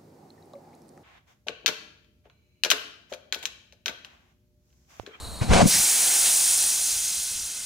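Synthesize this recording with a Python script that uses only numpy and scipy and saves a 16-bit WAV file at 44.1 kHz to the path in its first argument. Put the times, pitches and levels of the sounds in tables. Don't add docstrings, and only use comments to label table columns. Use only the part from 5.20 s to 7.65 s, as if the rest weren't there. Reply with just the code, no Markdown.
import sys
import numpy as np
from scipy import signal
from scipy.fft import rfft, irfft
from scipy.io import wavfile
from scipy.ndimage import uniform_filter1d

SR = 44100
rng = np.random.default_rng(int(sys.argv[2]) if len(sys.argv) > 2 else 0)


def dump(signal):
    limited = np.clip(np.atleast_2d(signal).T, -1, 1)
    pcm = np.round(limited * 32767).astype(np.int16)
    wavfile.write(sys.argv[1], SR, pcm)


N = 108045
T = np.arange(N) / SR
HZ = np.maximum(np.arange(N // 2 + 1) * SR / N, 1)

# frequency in Hz, likeness (1 up: same).
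AIR_LIKENESS = [(30, -0.3), (200, 1.6), (700, 0.76), (1500, 0.7), (3000, 0.93), (5500, 1.17), (9800, 1),
                (11200, 0.4), (12400, -3), (13800, 0.4), (15000, 0.6)]
FLAME_LIKENESS = [(30, 0.9), (800, 0.9), (3000, 0.74), (9500, 1), (12000, 0)]


def from_db(db):
    return 10 ** (np.asarray(db) / 20)


def rms_one(x):
    return x / np.sqrt(np.mean(x ** 2) + 1e-20)


def in_time(rows, column=1):
    rows = np.array(rows)
    return np.interp(T, rows[:, 0], rows[:, column])


def over_hz(points):
    hz, value = np.transpose(points)
    return np.interp(np.log(HZ), np.log(hz), value)


def resonances(rows):
    return sum(db / (1 + (2 * (HZ - hz) / width) ** 2) for hz, width, db in rows)


def drift(rate_hz):
    return rms_one(irfft(rfft(rng.standard_normal(N)) / (1 + (HZ / rate_hz) ** 2), N))


def swell(peak_s, half_s):
    return np.exp(-.5 * ((T - peak_s) / half_s) ** 2)


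def noise(colour_db, likeness, source=None):
    mid, side = rfft(rng.standard_normal((2, N)))
    if source is not None:
        mid = rfft(rms_one(source))
    alike = np.clip(over_hz(likeness), -.25, 1)
    pair = np.sqrt(1 + alike) * mid + np.sqrt(1 - alike) * side * [[1], [-1]]
    return rms_one(irfft(pair * from_db(colour_db), N))


def band(spectrum, place, k):
    return irfft(spectrum * np.maximum(1 - abs(place - k), 0), N)


def tilted(x, slope, pivot_hz):
    octaves = np.clip(np.log2(HZ / pivot_hz), -2, 4)
    spectrum = rfft(x)
    return sum(band(spectrum, octaves, k) * from_db(slope * k) for k in range(-2, 5))


def steadied(x, span_s):
    power = uniform_filter1d(np.mean(x ** 2, axis=0), int(span_s * SR))
    return x / np.sqrt(power + 1e-6)


def flickering(x, bands=14, depth_db=0.8):
    place = np.interp(np.log(HZ), np.log([500, 15000]), [0, bands - 1])
    spectrum = rfft(x)
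    return sum(band(spectrum, place, k) * from_db(depth_db * drift(rate_hz=51)) for k in range(bands))


def outdoors(breeze_db=-62, air_db=-57):
    # peak time in seconds, half length in seconds, level in dB.
    gusts = [(0.087, 0.1, -41), (1.438, 0.069, -53), (1.772, 0.029, -47.5), (1.995, 0.02, -47.5),
             (2.123, .01, -46), (2.169, 0.011, -41.5), (2.235, 0.024, -50.5)]
    # frequency in Hz, relative level in dB.
    wind_colour = [(20, -6.5), (60, 0.5), (100, -3.5), (170, -19.5), (400, -32), (1500, -50)]
    air_colour = [(50, -3.5), (200, 1.5), (450, -12), (800, -2.5), (2000, -9), (8000, -22), (15000, -15.5)]
    gust_power = sum((from_db(db) * swell(s, half_s)) ** 2 for s, half_s, db in gusts)
    strength = np.sqrt(from_db(breeze_db) ** 2 + gust_power)
    wind = strength * noise(over_hz(wind_colour), likeness=[(30, 0.56), (300, 0.41)])
    return wind + from_db(air_db) * noise(over_hz(air_colour), AIR_LIKENESS)


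def spray(level_db=-40.5, stop_s=0.35, fade_s=0.079):
    # frequency in Hz, relative level in dB.
    colour = [(200, -2), (850, 0), (1250, -2.5), (2000, -15), (3200, -13.5), (5900, -15.5), (7000, -8.5),
              (9000, -6.5), (11000, -11), (15000, -22)]
    # frequency in Hz, width in Hz, boost in dB.
    nozzle = [(3900, 300, 15), (4290, 440, 15.5)]
    fade = np.clip(1 - (T - stop_s) / fade_s, 0, 1)
    return from_db(level_db) * fade * noise(over_hz(colour) + resonances(nozzle), AIR_LIKENESS)


def rumble():
    # time in seconds, level in dB.
    levels = [(0, -51), (.195, -49), (.222, -30), (.275, -34), (.31, -18), (.355, -17), (.395, -23),
              (.432, -20), (.47, -23.5), (.51, -46), (.56, -36.5), (.6, -38.5), (.66, -60), (.8, -77)]
    # frequency in Hz, relative level in dB.
    colour = [(20, -2.5), (55, -9), (110, -5.5), (190, 0.5), (290, -12.5), (500, -18), (1200, -57)]
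    return from_db(in_time(levels)) * steadied(noise(over_hz(colour), FLAME_LIKENESS), span_s=0.038)


def roar(ignition_s=.19, flutter_db=1.5):
    # time in seconds, level in dB, treble tilt in dB per octave.
    course = [(.2, -54, -1), (.217, -32.5, -0.5), (.232, -33.5, 1), (.256, -38.5, 1), (.277, -40, 1.5),
              (.295, -30.5, 0), (.316, -20.5, -2), (.342, -17.5, 0.5), (.352, -20.5, 1), (.366, -16.5, 0),
              (.395, -18.5, -0.26), (.42, -17.5, 0), (.434, -35.5, 4), (.464, -29, -2), (.5, -58, -10),
              (.54, -79, -1)]
    # frequency in Hz, relative level in dB.
    colour = [(170, -16), (260, -8), (330, -2.5), (450, -4), (690, -1), (1020, -7.5), (1550, -11),
              (1920, -16.5), (2230, -9.5), (2700, -16), (4800, -18.5), (6200, -19), (9300, -23),
              (12000, -43), (15000, -59)]
    low_cut_db = -10 * np.log10(1 + (260 / HZ) ** 4)
    fire = steadied(noise(over_hz(colour) + low_cut_db, FLAME_LIKENESS), span_s=0.01)
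    fire = (T > ignition_s) * tilted(fire, in_time(course, column=2), pivot_hz=930)
    return fire * from_db(in_time(course) + flutter_db * drift(rate_hz=230))


def fizz(level_db=-38):
    # frequency in Hz, relative level in dB.
    colour = [(700, -13), (1100, -3), (2300, -1), (4000, -17), (15000, -26)]
    return from_db(level_db) * swell(peak_s=0.222, half_s=.008) * noise(over_hz(colour), FLAME_LIKENESS)


def puffs(half_cycles=0.63):
    # peak time in seconds, peak level in dB, pitch in Hz.
    thumps = [(0.22, -13.5, 106), (0.3031, -10, 72.4), (0.3225, -12, 62.5), (0.352, -10, 179),
              (0.4302, -7.5, 166), (0.4427, -9, 134), (0.4602, -6.5, 189)]
    out = np.zeros(N)
    for s, db, hz in thumps:
        cycles = hz * (T - s)
        out -= from_db(db) * np.cos(2 * np.pi * cycles) * np.exp(-(cycles / half_cycles) ** 2)
    return out


def hollow_note(width_hz=300):
    # time in seconds, centre pitch in Hz, level in dB.
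    course = [(.29, 499, -50), (.338, 539, -22.5), (.353, 622.6, -25), (.372, 681, -22),
              (.399, 642.8, -20.5), (.413, 689, -13.5), (.427, 428, -23), (.445, 368.7, -25),
              (.468, 419, -26), (.51, 401.2, -47)]
    pitch = in_time(course)
    colour_db = -10 * np.log10(1 + (2 * (HZ - pitch.mean()) / width_hz) ** 4)
    note = noise(colour_db, FLAME_LIKENESS)
    glide = np.exp(2j * np.pi * np.cumsum(pitch - pitch.mean()) / SR)
    note = steadied(np.real(signal.hilbert(note) * glide), span_s=0.0104)
    sounding = (T > course[0][0]) * (T < course[-1][0])
    return from_db(in_time(course, column=2)) * sounding * note


def hiss(spits_per_s=500, spit_db=-12.5, spit_spread_db=0.5, full_db=-24.5):
    # time in seconds, level in dB.
    levels = [(.43, -37.5), (.46, -30), (.478, -20.5), (.5, -20.5), (.61, -19), (.76, -20.5), (.81, -20),
              (1.1, -20), (1.4, -21.5), (1.62, -24.5), (1.72, -24.7), (1.79, -26), (1.97, -27), (2.2, -31),
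              (2.45, -34)]
    # frequency in Hz, relative level in dB.
    colour = [(300, -25.5), (1000, -26), (2000, -22), (3000, -13.5), (4500, -7), (6200, -3.5), (8000, -1),
              (9700, -.5), (10800, -6.5), (12200, -9.5), (14000, -11), (15500, -11.5)]
    # frequency in Hz, width in Hz, boost in dB.
    gap = [(1490, 190, 10.5), (2095, 94, 9.5), (2580, 110, 9), (3280, 330, 3.5), (4050, 79, 6),
           (4280, 60, 3.5), (5700, 56, 6.5), (6270, 360, 3.5), (7140, 160, 4), (9400, 140, 2)]
    level_db = in_time(levels)
    colour_db = over_hz(colour) + resonances(gap)
    moments = rng.random(N) < spits_per_s / SR
    sizes = from_db(spit_spread_db * np.minimum(rng.exponential(1, N), 4))
    spits = moments * sizes * rng.choice([-1, 1], N)
    air = noise(colour_db, AIR_LIKENESS) + from_db(spit_db) * noise(colour_db, AIR_LIKENESS, spits)
    return from_db(level_db) * tilted(air, slope=0.2843 * (level_db - full_db), pivot_hz=7240)


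def rush():
    # time in seconds, level in dB.
    levels = [(.45, -43), (.5, -35), (.55, -31), (.64, -33), (.78, -34), (.83, -32), (.93, -31.5),
              (1, -34.5), (1.07, -32), (1.16, -37.5), (1.45, -39.5), (1.6, -44), (2.45, -56)]
    # frequency in Hz, relative level in dB.
    colour = [(120, -26), (260, -5), (450, -7.5), (760, 2), (1150, -4), (1600, 0), (2300, 0), (3200, 0),
              (5500, -3.5), (9000, -21)]
    return from_db(in_time(levels)) * noise(over_hz(colour), AIR_LIKENESS)


def whistles(waver_db=3):
    # peak time and half length in seconds, pitch and width in Hz, level in dB.
    notes = [(.54, .03, 5400, 3000, -24), (.545, .04, 2000, 900, -38), (.6, .13, 2270, 260, -41),
             (1.07, .025, 3500, 2500, -33), (1.27, .2, 9440, 240, -30.5), (1.25, .22, 8950, 240, -35),
             (1.78, .2, 6380, 280, -39.5), (1.715, .025, 6000, 4000, -36), (1.9, .09, 5000, 2500, -39)]
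    out = np.zeros((2, N))
    for s, half_s, hz, width, db in notes:
        gain = from_db(db + waver_db * drift(rate_hz=12)) * swell(s, half_s)
        colour_db = -20 * np.log10(1 + (2 * (HZ - hz) / width) ** 2)
        out += gain * noise(colour_db, AIR_LIKENESS)
    return out


def jet(start_s=0.307, rise_s=0.014, sputter_db=0.35, surge_db=0.05):
    opening = np.clip((T - start_s) / rise_s, 0, 1)
    air = flickering(hiss() + rush()) + whistles()
    return opening * air * from_db(sputter_db * drift(rate_hz=120) - surge_db * drift(rate_hz=20))


def at_microphones(x, lag):
    # frequency in Hz, left level minus right level in dB.
    balance = [(40, 2), (150, 2), (300, 1.7), (700, 1.3), (2200, 1.6), (4500, -.3), (9000, -0.1),
               (13000, -2), (15500, -2)]
    left = from_db(over_hz(balance) / 2) * np.exp(-.5j * over_hz(lag))
    left = np.interp(np.arange(N + 1) / 2, np.arange(len(left)), left)
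    return irfft(rfft(x, 2 * N) * [left, 1 / left])[:, :N]


def scene():
    # frequency in Hz, lag in radians.
    flame_lag = [(30, 0.84), (130, 1.3), (300, 1.47), (700, 1.38), (1500, 0.61), (3500, 0.17), (6000, 0),
                 (12000, 0)]
    air_lag = [(60, 0.15), (300, 0.72), (700, 0.57), (1500, 0.3), (3500, 0.66), (6000, 0.15), (9000, 0.28)]
    flame = fizz() + rumble() + roar() + hollow_note() + puffs()
    return at_microphones(flame, flame_lag) + at_microphones(spray() + jet(), air_lag) + outdoors()


def record(dry, cutoff_hz=15500):
    low_pass = signal.ellip(10, .2, 80, cutoff_hz, fs=SR, output="sos")
    return signal.sosfilt(low_pass, np.tanh(dry))


dry = scene()
out = record(dry)
dump(out)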